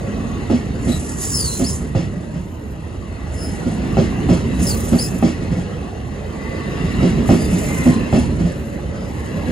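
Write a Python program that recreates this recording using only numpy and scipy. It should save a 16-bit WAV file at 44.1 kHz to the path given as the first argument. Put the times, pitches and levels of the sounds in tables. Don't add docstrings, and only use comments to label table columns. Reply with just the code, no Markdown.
import sys
import numpy as np
from scipy import signal
from scipy.fft import rfft, irfft, next_fast_len
from scipy.io import wavfile
from scipy.ndimage import uniform_filter1d

SR = 44100
rng = np.random.default_rng(int(sys.argv[2]) if len(sys.argv) > 2 else 0)


def amplitude_ratio(level_db):
    exponent = np.asarray(level_db, float) / 20
    return 10 ** exponent


def waveform_to_disk(signal):
    frames = np.transpose(np.atleast_2d(signal))
    scaled = np.clip(frames, -1, 1) * 32767
    samples = np.round(scaled).astype(np.int16)
    wavfile.write(sys.argv[1], SR, samples)


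N = 419391


def evened(x):
    return x / np.sqrt(np.mean(x ** 2) + 1e-20)


def read(points, hz):
    f, value = np.transpose(points)
    return np.interp(np.log(hz + 1), np.log(f + 1), value)


def add(mix, s, sound):
    part = mix[..., round(s * SR):][..., :sound.shape[-1]]
    part += sound[..., :part.shape[-1]]


def resonate(x, hz, width_hz):
    turn = np.exp(2j * np.pi * np.cumsum(hz * np.ones(x.shape[-1])) / SR)
    r = np.exp(-np.pi * width_hz / SR)
    return 2 * (turn * signal.lfilter([1 - r], [1, -r], x / turn)).real


def noise(layers, size, patchy_db, flicker_db, streaks_db):
    hop = size // 4
    frames, hz = N // hop + 5, np.fft.rfftfreq(size, 1 / SR)
    t, power = np.arange(frames) * hop / SR, 0
    for spectrum, s, level_db in layers:
        shape = amplitude_ratio(read(spectrum, hz)) ** 2
        power = power + np.outer(amplitude_ratio(np.interp(t, s, level_db)) ** 2, shape / shape.sum()).T
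    a, b, c, d, patches, streaks = rng.standard_normal((frames, len(hz), 6)).T
    patches = uniform_filter1d(patches, size=5, axis=0)
    patches = evened(uniform_filter1d(patches, size=9, axis=1))
    streaks = np.maximum(evened(uniform_filter1d(streaks, size=70, axis=1)), 0)
    flicker = evened(uniform_filter1d(rng.standard_normal(frames), size=4))
    field_db = patchy_db * patches + flicker_db * flicker + streaks_db * streaks
    z = np.array([a + 1j * b, c + 1j * d]) * np.sqrt(power) * amplitude_ratio(field_db)
    return signal.istft(z, nperseg=size, noverlap=size - hop)[1][:, :N] * 1.167


# start_s, load_db (near bogies on the track), contact_db (wheels heard past the cars)
PASSING = [(0.0, -28, -43), (0.4, -26, -41.5), (1.08, -28, -44.5), (1.46, -27, -46.5), (1.96, -27.5, -47),
           (2.62, -38, -49.5), (3.1, -35.5, -46), (3.68, -27, -41), (3.86, -19, -40), (4.82, -22, -40),
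           (6.06, -32.5, -45.5), (6.49, -31.5, -41), (6.99, -19, -37.5), (7.97, -19.5, -37.5),
           (8.32, -18.5, -43), (8.66, -30, -45.5), (9.11, -30, -43), (9.51, -27.5, -39.5)]


def follow(mean_db, load_share, contact_share):
    s, load_db, contact_db = np.transpose(PASSING)
    return s, mean_db + load_share * (load_db + 26) + contact_share * (contact_db + 43)


# pitch_hz, level_db (per Hz)
GROUND_RUMBLE = [(25, -45), (38, -30), (50, -32), (65, 4.5), (95, 0), (125, -10), (200, -49), (400, -90)]
CAR_DRONE = [(40, -70), (80, -43), (130, 5.5), (180, 4), (240, 2.5), (320, -5), (440, -7.5), (650, -65),
             (1200, -80)]
RAIL_ROAR = [(150, -57), (300, 1), (480, 2.5), (700, -4.5), (1000, -8.5), (1200, -9), (1500, -15),
             (2200, -43), (4000, -80)]
WHEEL_RUSH = [(600, -60), (1200, -10), (1550, -1), (1950, 7), (2350, -2.5), (2700, 2.5), (3300, -7.5),
              (4200, -6), (5000, -13), (5800, -11), (8500, -14), (12500, -24.5), (14000, -21), (16500, -41)]


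def rolling():
    rumble = (GROUND_RUMBLE, *follow(-25, load_share=.4, contact_share=.041))
    drone = (CAR_DRONE, *follow(-25, load_share=.71, contact_share=.02))
    roar = (RAIL_ROAR, *follow(-35, load_share=.033, contact_share=.77))
    rush = (WHEEL_RUSH, *follow(-42.5, load_share=.15, contact_share=.92))
    low = noise([rumble, drone], size=2048, patchy_db=1.5, flicker_db=.3, streaks_db=1.1)
    return low + noise([roar, rush], size=1024, patchy_db=2, flicker_db=.5, streaks_db=3.5)


# start_s, end_s, pitch_hz
WHEEL_RINGS = [(0, .5, 1120), (1.15, 1.45, 1110), (3.2, 4.0, 1950), (6.2, 7.2, 1140), (6.25, 7.2, 1820),
               (6.3, 6.8, 2000), (6.6, 7.2, 2730), (6.3, 7.1, 3800), (6.2, 6.9, 4260), (6.3, 7.1, 4880),
               (6.7, 7.0, 5090), (7.6, 8.1, 1040), (7.58, 8.0, 2075), (7.55, 7.8, 2320), (7.96, 8.27, 2685),
               (7.5, 7.75, 7200), (8.9, 9.15, 5050), (9.1, 9.51, 2000), (9.1, 9.51, 1080)]
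# width_hz, level_db
RING_TONES = [(50, -41.5), (40, -46), (90, -56), (50.3, -43), (45, -44), (70, -39), (66, -46), (77, -55),
              (55, -70), (88, -58), (46, -58), (30.2, -38.5), (27.7, -34), (36, -43), (30, -39.5),
              (200, -42), (160, -55), (80, -47), (50, -44)]


def rings():
    out = np.zeros((2, N))
    for (start, end, hz), (width_hz, db) in zip(WHEEL_RINGS, RING_TONES):
        rough = rng.standard_normal((2, round((end - start) * SR)))
        tone = evened(resonate(resonate(rough, hz, width_hz), hz, width_hz * 2.3))
        add(out, start, amplitude_ratio(db) * tone * signal.windows.tukey(tone.shape[1], .7))
    return out


# pitch_hz, level_db (per Hz)
FLANGE_HISS = [(3500, -16.5), (5000, -10), (6000, -4.5), (7000, 0), (8500, 1.5), (10000, -3),
               (11500, -13.5), (13500, -16.5), (15500, -19), (16500, -32)]
# start_s, hold_s, level_db, bright_db (above 11 kHz)
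FLANGE_RUBS = [(0.864, 0.04, -37.5, -4), (.92, 0.35, -35, -2), (1.222, 0.12, -26.5, 1),
               (1.352, 0.27, -27.5, 1.5), (1.687, 0.057, -30, 0), (2.26, .03, -55, 0),
               (2.422, .35, -70, 25.5), (3.346, 0.21, -44, 0), (3.48, 0.26, -46.5, -6),
               (4.323, .05, -41.5, -10), (4.634, 0.037, -27, 0), (4.66, .04, -29, 8), (4.747, 0.32, -36, 9),
               (5.03, .04, -33, 2), (5.1, 0.094, -45, 12), (7.295, .04, -37, 7), (7.378, 0.16, -38.5, 4),
               (7.57, 0.34, -34.5, 5), (8.16, .06, -41.5, -5), (8.38, 0.18, -52, 0), (8.6, 0.16, -54, 15),
               (9.1, 0.42, -53, 9)]


def flange():
    scuffs = [(row[0] + .017, .066, row[1] - 43, -3) for row in NEAR_JOINTS + FAR_JOINTS]
    start, hold, rub_db, bright_db = np.transpose(FLANGE_RUBS + scuffs)[..., None]
    rise_db_per_s, sag_db_per_s, fall_db_per_s = 265, 7, 168
    s = np.arange(0, N / SR, .002)
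    rub_db = rub_db - rise_db_per_s * np.maximum(start - s, 0)
    rub_db = rub_db - sag_db_per_s * np.clip(s - start, 0, hold)
    rub_db = rub_db - fall_db_per_s * np.maximum(s - start - hold, 0)
    floor_db = np.interp(s, *follow(-55, load_share=.05, contact_share=.41))
    hiss_db = 10 * np.log10((amplitude_ratio(rub_db) ** 2).sum(0) + amplitude_ratio(floor_db) ** 2)
    top_db = 10 * np.log10((amplitude_ratio(rub_db + bright_db) ** 2).sum(0) + amplitude_ratio(floor_db + 1) ** 2)
    body = (FLANGE_HISS[:7] + [(13000, -50)], s, hiss_db)
    top = ([(10500, -30)] + FLANGE_HISS[6:], s, top_db - 15.5)
    return noise([body, top], size=512, patchy_db=1.5, flicker_db=2.2, streaks_db=2.5)


# pitch_hz, level_db, t60_s
TRACK_MODES = [(178, 0, .11), (243, 1, .12), (315, -7, .07), (385, -11, .06), (520, -14, .06)]
# pitch_hz, level_db, t60_s
RAIL_END_MODES = [(560, -5, .045), (700, -3, .05), (810, 2, .06), (980, -6, .02), (1900, -16, .04),
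                  (2650, -15, .05)]
# pitch_hz, level_db (per Hz)
LOOSE_STEEL = [(300, 16.5), (600, 9), (1000, 8), (1400, -3.5), (1900, 3.5), (2700, 2), (3500, -4.5),
               (5000, -2.5), (8500, -9), (12000, -45), (15000, -60)]


def joint(blow_db, upper_db, clatter_db, crack_db, bounce_s):
    t = np.arange(round(.3 * SR)) / SR
    bounce = .043 * rng.standard_normal(len(t)) * np.exp(-(t / bounce_s) ** 3)
    bounce[100] = .56
    modes = sum(amplitude_ratio(db + upper_db * (k > 0) - 60 * t / t60) * np.sin(2 * np.pi * hz * rng.uniform(.97, 1.03) * t)
                for k, (hz, db, t60) in enumerate(TRACK_MODES))
    ring = signal.fftconvolve(bounce, modes)[:len(t)]
    crack = sum(amplitude_ratio(db - 60 * t / t60) * np.sin(2 * np.pi * hz * rng.uniform(.95, 1.03) * t)
                for hz, db, t60 in RAIL_END_MODES)
    colour = amplitude_ratio(read(LOOSE_STEEL, np.fft.rfftfreq(len(t), 1 / SR)))
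    loose = evened(irfft(rfft(rng.standard_normal(len(t))) * colour, len(t)))
    swell = (1 - np.exp(-t / .0069)) * np.exp(-(t / .1) ** 2)
    blow = 1.126 * ring / abs(ring).max()
    return amplitude_ratio(blow_db) * (blow + amplitude_ratio(clatter_db) * loose * swell + amplitude_ratio(crack_db) * crack)


# start_s, blow_db, upper_db (upper track modes)
FAR_JOINTS = [(0.277, -26, -2), (0.66, -33, -18), (2.339, -15.5, -14), (3.655, -10.5, 9), (4.58, -8, -13),
              (4.915, -2, 3.5), (5.413, -14, 1), (5.505, -9.5, -19), (5.565, -10, -14), (6.832, -11.5, -13),
              (7.02, -1, -1), (7.165, -12, 14), (7.52, -6, -13), (7.857, -1, 5), (8.284, -19, 4),
              (8.387, -9, -17), (8.445, -9, -11), (9.472, -12, 15)]


def far_joints(mix):
    for s, blow_db, upper_db in FAR_JOINTS:
        thud = joint(blow_db, upper_db, clatter_db=-24.5, crack_db=-40, bounce_s=.06)
        front = 1 - np.exp(-(np.arange(len(thud)) / (.014 * SR)) ** 2)
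        add(mix, s - .008, thud * front)


# start_s, blow_db, upper_db (upper track modes), crack_db (relative to the blow)
NEAR_JOINTS = [(0.501, -5, 14, -19.5), (0.872, -8, 8, -29), (1.598, -7, 4, -26), (1.803, -21, -5, -25),
               (1.952, -6, -8, -19), (2.15, -22.5, -17, -28), (3.972, -2.5, 22, -13.5),
               (4.291, -1, 0.5, -21), (5.126, -18, -5, -24), (5.228, -1.5, 3, -14),
               (7.293, 0.5, 3.5, -16.5), (8.047, -41, 30, 3), (8.129, -1, 3, -17.5)]


def near_joints(mix):
    for s, blow_db, upper_db, crack_db in NEAR_JOINTS:
        add(mix, s - .002, joint(blow_db, upper_db, -22, crack_db, bounce_s=.057))


OVERTONES_DB = [0, 1, -3]
# pitch_hz, level_db
WHEEL_VOICE = [(3800, 0), (5500, 0), (7700, -6), (8800, 3), (10500, -4), (13000, -17), (16000, -13)]


def squeal(length, first_hz, last_hz, peak_db):
    t = np.arange(0, length, 1 / SR)
    u, span_hz = t / length, abs(last_hz - first_hz)
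    rough = .5 + span_hz / length / 10000
    swell = .09 if span_hz > 500 else .36
    glide_share = .3 if last_hz > first_hz else .72
    glide = np.sin(np.pi / 2 * np.minimum(u / glide_share, 1)) ** 2
    chance = rng.standard_normal((3, SR // 2))[:, :len(t)]
    shake, stutter = (evened(uniform_filter1d(v, size=50)) for v in chance[:2])
    wander = evened(uniform_filter1d(chance[2], size=350))
    hz = first_hz + (last_hz - first_hz) * glide
    turns = np.cumsum(hz * (1 + rough * (.016 * shake + .011 * wander))) / SR
    whistle = sum(amplitude_ratio(db + read(WHEEL_VOICE, (k + 1) * hz)) * np.sin(2 * np.pi * (k + 1) * turns)
                  for k, db in enumerate(OVERTONES_DB))
    halo = evened(resonate(resonate(chance[0], hz, 450), hz, 450))
    whistle = whistle + rough * amplitude_ratio(-7) * halo
    level_db = peak_db - 12 * np.maximum(1 - u / swell, 0) - 19 * u ** 3
    level_db = level_db - 3 * (max(first_hz, last_hz) - hz) / 1000
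    level_db = level_db + 1.8 * stutter + 1.86 * wander
    return 1.09 * amplitude_ratio(level_db) * whistle * signal.windows.tukey(len(t), .1)


# start_s, length_s, first_hz, last_hz, level_db
SQUEALS = [
    (.882, .115, 3950, 3920, -27.5),
    (1.325, .275, 5280, 4130, -23.5),
    (1.635, .12, 4150, 5150, -30.5),
    (3.355, .2, 5200, 5120, -36),
    (4.664, .105, 5280, 4380, -25.5),
    (4.98, .115, 4350, 5080, -25.5),
    (7.375, .125, 4620, 4830, -37),
]


def squeals(mix):
    for start, *shape in SQUEALS:
        add(mix, start, squeal(*shape))


def scattered(x):
    t = np.arange(0, 1500, 20)
    taps = np.zeros(1520)
    taps[t + rng.integers(0, 20, len(t))] = rng.choice([-1., 1.], len(t)) * amplitude_ratio(-60 * t / SR / .027)
    taps[:40] = 0
    taps[0] = .49
    return np.array([x, signal.oaconvolve(x, taps / np.linalg.norm(taps))[:N]])


def scene():
    near = np.zeros(N)
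    far_joints(near)
    near_joints(near)
    squeals(near)
    return scattered(near) + rolling() + rings() + flange()


# pitch_hz, level_db (a bin)
FAINTEST_KEPT = [(2000, -120), (11000, -102), (13000, -99), (14000, -81.5), (15700, -75), (16000, -50)]


def thinned(ports):
    pair = np.array([ports[0] + ports[1], ports[0] - ports[1]]) / 2
    hz, _, z = signal.stft(pair, SR, "cosine", 2048, 1024)
    bands = z[:, :1024].reshape(2, 128, 8, -1)
    band_db = 10 * np.log10(uniform_filter1d((abs(bands) ** 2).mean(2), size=3) + 1e-16)
    centre = hz[4:1024:8, None]
    roar_db = uniform_filter1d(band_db[0, :2].max(0), size=9) + 40
    luck = rng.standard_normal(band_db.shape)
    sway_db = 3.2 * (luck + 1.5 * evened(uniform_filter1d(luck[0, 0], size=3)))
    faint = band_db < read(FAINTEST_KEPT, centre) + .7 * roar_db + sway_db
    under_db = 7 - 3.5 * (centre > 9500) - 1.5 * (centre > 11500)
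    lopsided = (band_db < band_db[::-1] - under_db + luck) & (centre > 7000)
    below_db = np.array([29, 22])[:, None, None]
    squeal_db = band_db[:, 20:].max((0, 1)) - below_db + 3.5 * luck
    masked = (band_db < squeal_db) & (centre > 2200) & (centre < 6000)
    z[:, :1024] = (bands * ~(faint | lopsided | masked)[:, :, None]).reshape(2, 1024, -1)
    mid, side = signal.istft(z, SR, "cosine", 2048, 1024)[1][:, :N]
    return np.array([mid + side, mid - side])


def roll_off(x):
    return signal.sosfilt(signal.butter(12, 16750, fs=SR, output="sos"), x)


# pitch_hz, likeness (0-1)
PORT_LIKENESS = [(60, 0.99), (300, 0.83), (700, 0.33), (1800, 0.028), (2900, 0.8), (3500, 0.49),
                 (4800, 0.73), (5500, 0.78), (6800, 0.96), (8000, 0.93), (16000, 0.48)]
# pitch_hz, level_db (left minus right)
PORT_LEAN = [(100, -2.5), (800, -2.5), (1200, 0.5), (1900, 5), (2300, -1.5), (2700, 5), (3300, -1.5),
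             (5200, 3.5), (6100, -5), (7000, -3), (8500, 1), (16000, -4)]
# pitch_hz, phase_turns
PORT_TURNS = [(0, .03), (1100, .05), (2300, -.45), (3000, 0), (4000, -.13), (5000, -.08), (5700, -.4),
              (6600, -.15), (7400, -.22), (8600, -.5), (10700, -1), (12800, -1.5), (14900, -2),
              (17000, -2.1)]


def record(dry):
    size = next_fast_len(N)
    hz = np.fft.rfftfreq(size, 1 / SR)
    direct, unlike = rfft(dry, size) * hz ** 2 / (hz ** 2 + 31 ** 2)
    like, lean = np.clip(read(PORT_LIKENESS, hz), 0, 1), amplitude_ratio(read(PORT_LEAN, hz) / 2)
    turn = np.exp(2j * np.pi * np.interp(hz, *np.transpose(PORT_TURNS)))
    left = direct * lean
    right = (like * direct * turn + np.sqrt(1 - like ** 2) * unlike) / lean
    ports = irfft([left, right], size)[:, :N]
    mix = thinned(1.05 * np.tanh(ports / 1.05))
    return roll_off(mix)


dry = scene()
out = record(dry)
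waveform_to_disk(out)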